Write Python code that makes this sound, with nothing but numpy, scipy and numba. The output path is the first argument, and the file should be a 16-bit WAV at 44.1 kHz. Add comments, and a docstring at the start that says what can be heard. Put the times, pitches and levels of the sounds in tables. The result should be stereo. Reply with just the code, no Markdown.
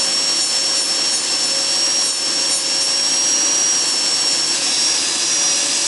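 """A piercing whine and a bright hiss, broken by short buzzing strokes: an electric nail drill close to the
microphone, turning about 550 times a second above a small dust extractor.
The motor whines at ten times the shaft rate; the bearings hiss through the resonances of the handpiece.
In each stroke the bit bites the nail once a turn and drags the motor down; later the drill is lifted, turns
away and speeds up. The recorder's gain control ducks under the hardest strokes."""
import sys
import numpy as np
from scipy import signal
from scipy.fft import rfft, irfft
from scipy.io import wavfile
from scipy.ndimage import uniform_filter1d
from numba import njit

SR = 44100
rng = np.random.default_rng(int(sys.argv[2]) if len(sys.argv) > 2 else 0)


def to_wav(sig):
    """Store sig (one row per channel, or 1-D mono) as 16-bit WAV at the path in sys.argv[1].

    Samples outside -1..1 are clipped; the rate is SR.
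    """
    pcm = np.clip(np.atleast_2d(sig), -1, 1) * 32767
    pcm = np.round(pcm).astype(np.int16)
    wavfile.write(sys.argv[1], SR, pcm.T)  # frames by channels


N = 258867
TIME = np.arange(N) / SR  # s
FREQS = np.maximum(np.fft.rfftfreq(N, 1 / SR), 1)  # Hz, kept above zero for logarithms and division

# Air rushing through the extractor, below the drill: f/Hz, relative density level/dB
AIR_SPECTRUM = [(25, -33), (70, -28), (115, -14), (165, -7), (195, -10.5), (290, 1), (420, -8), (620, -8),
                (1000, -5), (1200, -6), (1400, -10), (2300, -10.5), (5000, -11), (11000, -24)]
# Resonances of the extractor's box and grille: f/Hz, width/Hz, relative level/dB
BOX_RESONANCES = [(500, 72, -4), (750, 24, -1.5), (970, 34, -11.5), (1077, 97, -6)]
# Hum of the fan motor and blades: f/Hz, level/dB
FAN_LINES = [(48.4, -68.5), (339.1, -45.5), (376.8, -51.5), (753.7, -56.5), (1550, -48.5), (1599, -54)]
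# Difference between the sides, from reflections around the microphone: f/Hz, side-minus-mid level/dB
STEREO_WIDTH = [(60, -10), (110, -13), (190, -17.5), (340, -16), (600, -12), (1060, -11), (1900, -10.5),
                (3350, -11.5), (6000, -14.5), (10600, -11.5)]
# Resonances of the handpiece held at the nail: f/Hz, width/Hz, relative level/dB
CASE_AT_NAIL = [(1763, 340, -6), (2905, 630, -2), (3260, 210, -3.5), (4426, 540, 2.5), (5520, 400, 5.5),
                (6400, 550, 1), (7790, 970, 1.5), (9520, 740, -6), (10790, 153, -2)]
# Resonances of the handpiece turned away: f/Hz, width/Hz, relative level/dB
CASE_TURNED = [(1797.6, 343, -6.5), (2715, 394, 0), (3490, 260, -0.5), (4120, 1000, -3), (5000, 410, 6.5),
               (6160, 780, 3), (7940, 1160, 0.5), (9850, 1400, -6.5), (10200, 770, -10)]
# Hold of the handpiece, at the nail and then lifted:
# t/s, turned away from the nail (0-1), bearing hiss level/dB, second whistle level/dB
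HOLD = [(0, 0.03, -21.8, -34), (2.9, 0.13, -21.9, -39), (3.23, 0.06, -21.2, -29), (3.5, 0.03, -21.8, -34),
        (4.5, 0.1, -21.1, -33), (4.68, 1, -20, -35), (4.88, 0.95, -20, -33), (5.35, 1, -20, -53),
        (5.7, 0.83, -19.5, -29), (5.87, 0.6, -19, -31)]
# Hum of the shaft: t/s, level/dB
SHAFT_HUM = [(0, -35), (.4, -43), (1.1, -38), (1.3, -43.5), (1.55, -36.5), (2.0, -40), (2.75, -36.5),
             (3.1, -42), (3.6, -39.5), (3.8, -50), (4.15, -41.5), (5.15, -45), (5.5, -39.5)]
# Overtones of the motor: multiple of the shaft rate, level/dB at the nail, level/dB turned away
OVERTONES = [(3, -50.5, -43), (4, -49.5, -44.5), (5, -42.5, -44), (6, -54, -42.5), (7, -43, -35.5),
             (8, -41, -43), (9, -52, -33), (12, -40, -39), (13, -40, -36), (18, -48, -51)]
# Brief fades and swells of the whine as the tool moves: peak t/s, half-width/s, change of level/dB
WHINE_SWINGS = [(1.235, .045, -8), (2.56, .3, -1.8), (4.59, .045, -19), (4.89, .06, 3.2), (5.11, .125, -16),
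                (5.75, .15, -12.5)]
# Strokes of the bit on the nail: start t/s, hardest t/s, end t/s, drag on the motor/Hz,
# buzz level/dB, buzz tilt/(dB per octave), top-octave shriek level/dB
STROKES = [(-0.1, 0.029, 0.112, 67.3, -32.5, 0.0, -17.0), (0.303, 0.433, 0.566, 109.5, -28.0, -2.0, -14.5),
           (0.721, 0.806, 0.918, 104.5, -27.5, 0.0, -13.5),
           (1.075, 1.147, 1.278, 142.0, -26.0, -2.0, -12.5),
           (1.403, 1.443, 1.511, 105.7, -28.0, -1.0, -13.5),
           (1.916, 2.112, 2.262, 101.7, -25.5, -2.5, -10.5), (2.436, 2.546, 2.675, 92.8, -24.5, 1.0, -12.0),
           (2.794, 2.815, 2.88, 54.3, -27.5, 4.0, -14.0), (3.583, 3.893, 4.041, 97.4, -35.0, -4.0, -19.0),
           (4.229, 4.323, 4.418, 99.4, -33.0, -4.0, -22.0), (4.514, 4.602, 4.737, 32.9, -44.0, -3.0, -30.0)]
# Ring of bit and nail under the bites: f/Hz, relative level/dB
NAIL_RING = [(550, -18), (2200, -27), (3300, -15), (3850, -6), (4400, -4.5), (5000, -18), (5500, -3),
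             (6000, -3), (6600, 2), (7150, 1), (7700, -23), (8250, 0.5), (9300, -1), (9850, -1),
             (10400, -2.5), (11000, -6)]

AIR_DB = -29.5
FREE_HZ, START_HZ = 576.4, 546.9  # shaft rate when running free, and at the start
INERTIA_S = 0.556  # time constant with which the motor follows a change of load
WHINE_DB = -16.5  # whine when running free at the nail
WHINE_DB_PER_HZ = 0.135  # loss for each Hz that the motor slows
WHINE_TURNED_DB = -2.4  # change with the tool turned fully away
WHISTLE_DAMPED_DB = 5  # a full press on the nail damps the second whistle by this much
BITE_POWER = 1.4  # the buzz grows faster than the pressure
SHRIEK_LAG_S = 0.018  # the highest sounds of a stroke peak this much later
TOP_HZ = 11130  # upper limit of the recorder's band


def undb(db):
    """Decibels to gain."""
    return 10 ** (np.asarray(db) / 20)


def unit(x):
    """Scale to rms 1."""
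    return x / np.sqrt(np.mean(x ** 2))


def curves(table):
    """The columns of a time table, interpolated at every sample."""
    times, *columns = np.transpose(table)
    return [np.interp(TIME, times, column) for column in columns]


def colour(points, hz):
    """Gain of a spectrum of (Hz, dB) points, interpolated over log frequency."""
    f, db = np.transpose(points)
    return undb(np.interp(np.log(hz), np.log(f), db))


def resonances(modes):
    """Gain of a set of steep-sided resonances whose powers add."""
    power = 0
    for hz, width, db in modes:
        detuning = (FREQS ** 2 - hz ** 2) / (FREQS * width * np.pi / 2)
        power = power + (undb(db) / (1 + detuning ** 2)) ** 2
    return np.sqrt(power)


def walk(rate):
    """Smooth random wander of rms 1 that changes about rate times a second."""
    spectrum = rfft(rng.standard_normal(N)) / (1 + (FREQS / rate) ** 4)
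    return unit(irfft(spectrum, N))


def pan(db):
    """Left and right gains for a left-minus-right level."""
    return undb(np.array([[.5], [-.5]]) * db)


def noise(direct, reflected):
    """Stereo noise from two spectra: the direct sound, and reflections that make the sides differ."""
    mid, side = rfft(rng.standard_normal((2, N)))
    mid = mid * direct
    side = side * reflected * colour(STEREO_WIDTH, FREQS)
    return unit(irfft(np.array([mid + side, mid - side]), N))


def tone(phase, waver_db, waver_hz, side_db):
    """A stereo line whose level wavers, with a weak reflection that drifts between the sides."""
    direct = undb(waver_db * walk(waver_hz)) * np.sin(phase)
    reflected = undb(side_db) * np.sin(phase + np.pi * walk(2.4))
    return np.sqrt(2) * (direct + reflected * np.array([[1], [-1]]))


def extractor():
    """Nearly steady air noise shaped by the box and grille, with the wavering hum of the fan."""
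    spectrum = np.hypot(colour(AIR_SPECTRUM, FREQS), resonances(BOX_RESONANCES))
    hum = 0
    for hz, db in FAN_LINES:
        phase = 2 * np.pi * hz * TIME + .4 * walk(4.8)
        hum = hum + undb(db) * tone(phase, waver_db=2, waver_hz=3.4, side_db=-26)
    return undb(AIR_DB + 0.81 * walk(18)) * noise(spectrum, spectrum) + hum


def pressure(stroke, lag_s=0):
    """One stroke, 0-1: the hand presses up to its hardest moment and eases off."""
    return np.interp(TIME - lag_s, stroke[:3], [0, 1, 0])


def press(levels_db, lag_s):
    """Gain of the sound of all strokes, each rising with pressure to its own level."""
    return sum(undb(db) * pressure(stroke, lag_s) ** BITE_POWER for stroke, db in zip(STROKES, levels_db))


def speed():
    """Turns a second: each stroke drags the motor down, and it creeps back towards its free speed."""
    drag_hz = sum(stroke[3] * pressure(stroke) for stroke in STROKES)
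    step = 1 / (INERTIA_S * SR)
    sag_hz, _ = signal.lfilter([step], [1, step - 1], drag_hz, zi=[FREE_HZ - START_HZ])
    return FREE_HZ - sag_hz


def bearings(shaft, turned, hiss_db):
    """Rolling hiss rings the handpiece and swells twice a turn; turning the tool shows other resonances."""
    front, back = resonances(CASE_AT_NAIL), resonances(CASE_TURNED)
    all_round = np.sqrt((front ** 2 + back ** 2) / 2)  # the room hears the tool from every side
    at_nail = noise(front, all_round) * pan(.2)
    away = noise(back, all_round) * pan(0.44)
    hiss = np.sqrt(1 - turned) * at_nail + np.sqrt(turned) * away
    swell = 1 + 0.25 * np.sin(2 * shaft + 1.7 * walk(49))
    flutter_db = 0.47 * walk(27) + 0.63 * walk(300)
    return undb(hiss_db + flutter_db) * swell * hiss


def whine_level(hz, turned):
    """In dB: the whine weakens as the motor slows or turns away, and now and then fades or swells."""
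    swings_db = sum(db * np.exp(-((TIME - peak_s) / width_s) ** 2) for peak_s, width_s, db in WHINE_SWINGS)
    return WHINE_DB - WHINE_DB_PER_HZ * (FREE_HZ - hz) + WHINE_TURNED_DB * turned + swings_db


def motor(shaft, hz, turned, whistle_db):
    """Lines locked to the shaft: its hum, a tenfold whine roughened by bearing play, a whistle, overtones."""
    rough_phase = 10 * shaft + .09 * walk(170)
    whine_db = whine_level(hz, turned) + 0.35 * walk(150)
    whine = undb(whine_db) * tone(rough_phase, waver_db=0.94, waver_hz=21, side_db=-22)
    out = whine * pan(2.6 * turned - .1)  # turning the tool aims the whine to the left

    hum_db, = curves(SHAFT_HUM)
    out += undb(hum_db) * tone(shaft, waver_db=1.55, waver_hz=11, side_db=-13.5)

    damped_db = WHISTLE_DAMPED_DB * sum(pressure(stroke) for stroke in STROKES)
    whistle_phase = 14 * shaft + 0.23 * walk(60)
    out += undb(whistle_db - damped_db) * tone(whistle_phase, waver_db=2.7, waver_hz=22, side_db=-25)

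    for multiple, at_nail_db, away_db in OVERTONES:
        db = at_nail_db + turned * (away_db - at_nail_db)
        phase = round(multiple) * shaft + 0.39 * walk(30)
        out += undb(db) * tone(phase, waver_db=3.0, waver_hz=22, side_db=-22)
    return out


def sanding(shaft, hz):
    """The bit bites once a turn: shaft harmonics ring the nail, tilted stroke by stroke, under a shriek."""
    _, hardest_s, _, _, buzz_db, tilt_db, shriek_db = np.transpose(STROKES)
    early, late = press(buzz_db, 0), press(buzz_db, SHRIEK_LAG_S)
    tilt_db = np.interp(TIME, hardest_s, tilt_db)
    bite = shaft + 0.015 * walk(84)  # each bite lands slightly early or late
    buzz = 0
    for k in range(1, 21):
        octaves = np.clip(np.log2(k * hz / 7000), -.5, 1)  # the tilt pivots at 7 kHz
        lateness = np.clip(octaves / 0.68, 0, 1)  # the highest harmonics peak last
        force = early + lateness * (late - early)
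        level = force * colour(NAIL_RING, k * hz) * undb(tilt_db * octaves + 3 * walk(20))
        smear = 2 * np.pi * rng.random()  # the ringing nail spreads each bite over the whole turn
        buzz = buzz + level * np.cos(k * bite + smear)
    # the grit shrieks above the recorder's band, where it still works the gain control
    top_octave = np.exp(-((FREQS - 15000) / 1500) ** 2)
    shriek = press(shriek_db, SHRIEK_LAG_S) * noise(top_octave, 0)
    return buzz * pan(-1.6) + shriek


def scene():
    """One shaft drives whine, hiss and buzz close to the microphone; the extractor runs underneath."""
    hz = speed()
    shaft = 2 * np.pi * np.cumsum(hz) / SR  # shaft angle in radians
    turned, hiss_db, whistle_db = curves(HOLD)
    turned = np.clip(turned, 0, 1)
    background = extractor() + bearings(shaft, turned, hiss_db)
    return background + motor(shaft, hz, turned, whistle_db) + sanding(shaft, hz)


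@njit
def follow(power, attack, release):
    """Envelope that rises quickly and falls slowly."""
    out, e = np.empty(len(power)), power[:2000].mean()
    for i in range(len(power)):
        e += (power[i] - e) * (attack if power[i] > e else release)
        out[i] = e
    return out


def gain_control(x, threshold_db, slope, attack_s, release_s):
    """Turn both sides down together while their level is over the threshold."""
    power = uniform_filter1d(np.mean(x ** 2, axis=0), size=256)
    envelope = follow(power, 1 / (attack_s * SR), 1 / (release_s * SR))
    level_db = 10 * np.log10(envelope)
    return x * undb(-slope * np.maximum(level_db - threshold_db, 0))


def record(dry):
    """The recorder behind the microphone: gain control, then a steep cut of the top."""
    held = gain_control(dry, threshold_db=-14.5, slope=0.84, attack_s=0.0062, release_s=0.052)
    low_pass = signal.firwin(1201, TOP_HZ, window=("kaiser", 9), fs=SR)
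    return signal.fftconvolve(held, low_pass[None], mode="same", axes=1)


dry = scene()
out = record(dry)
to_wav(out)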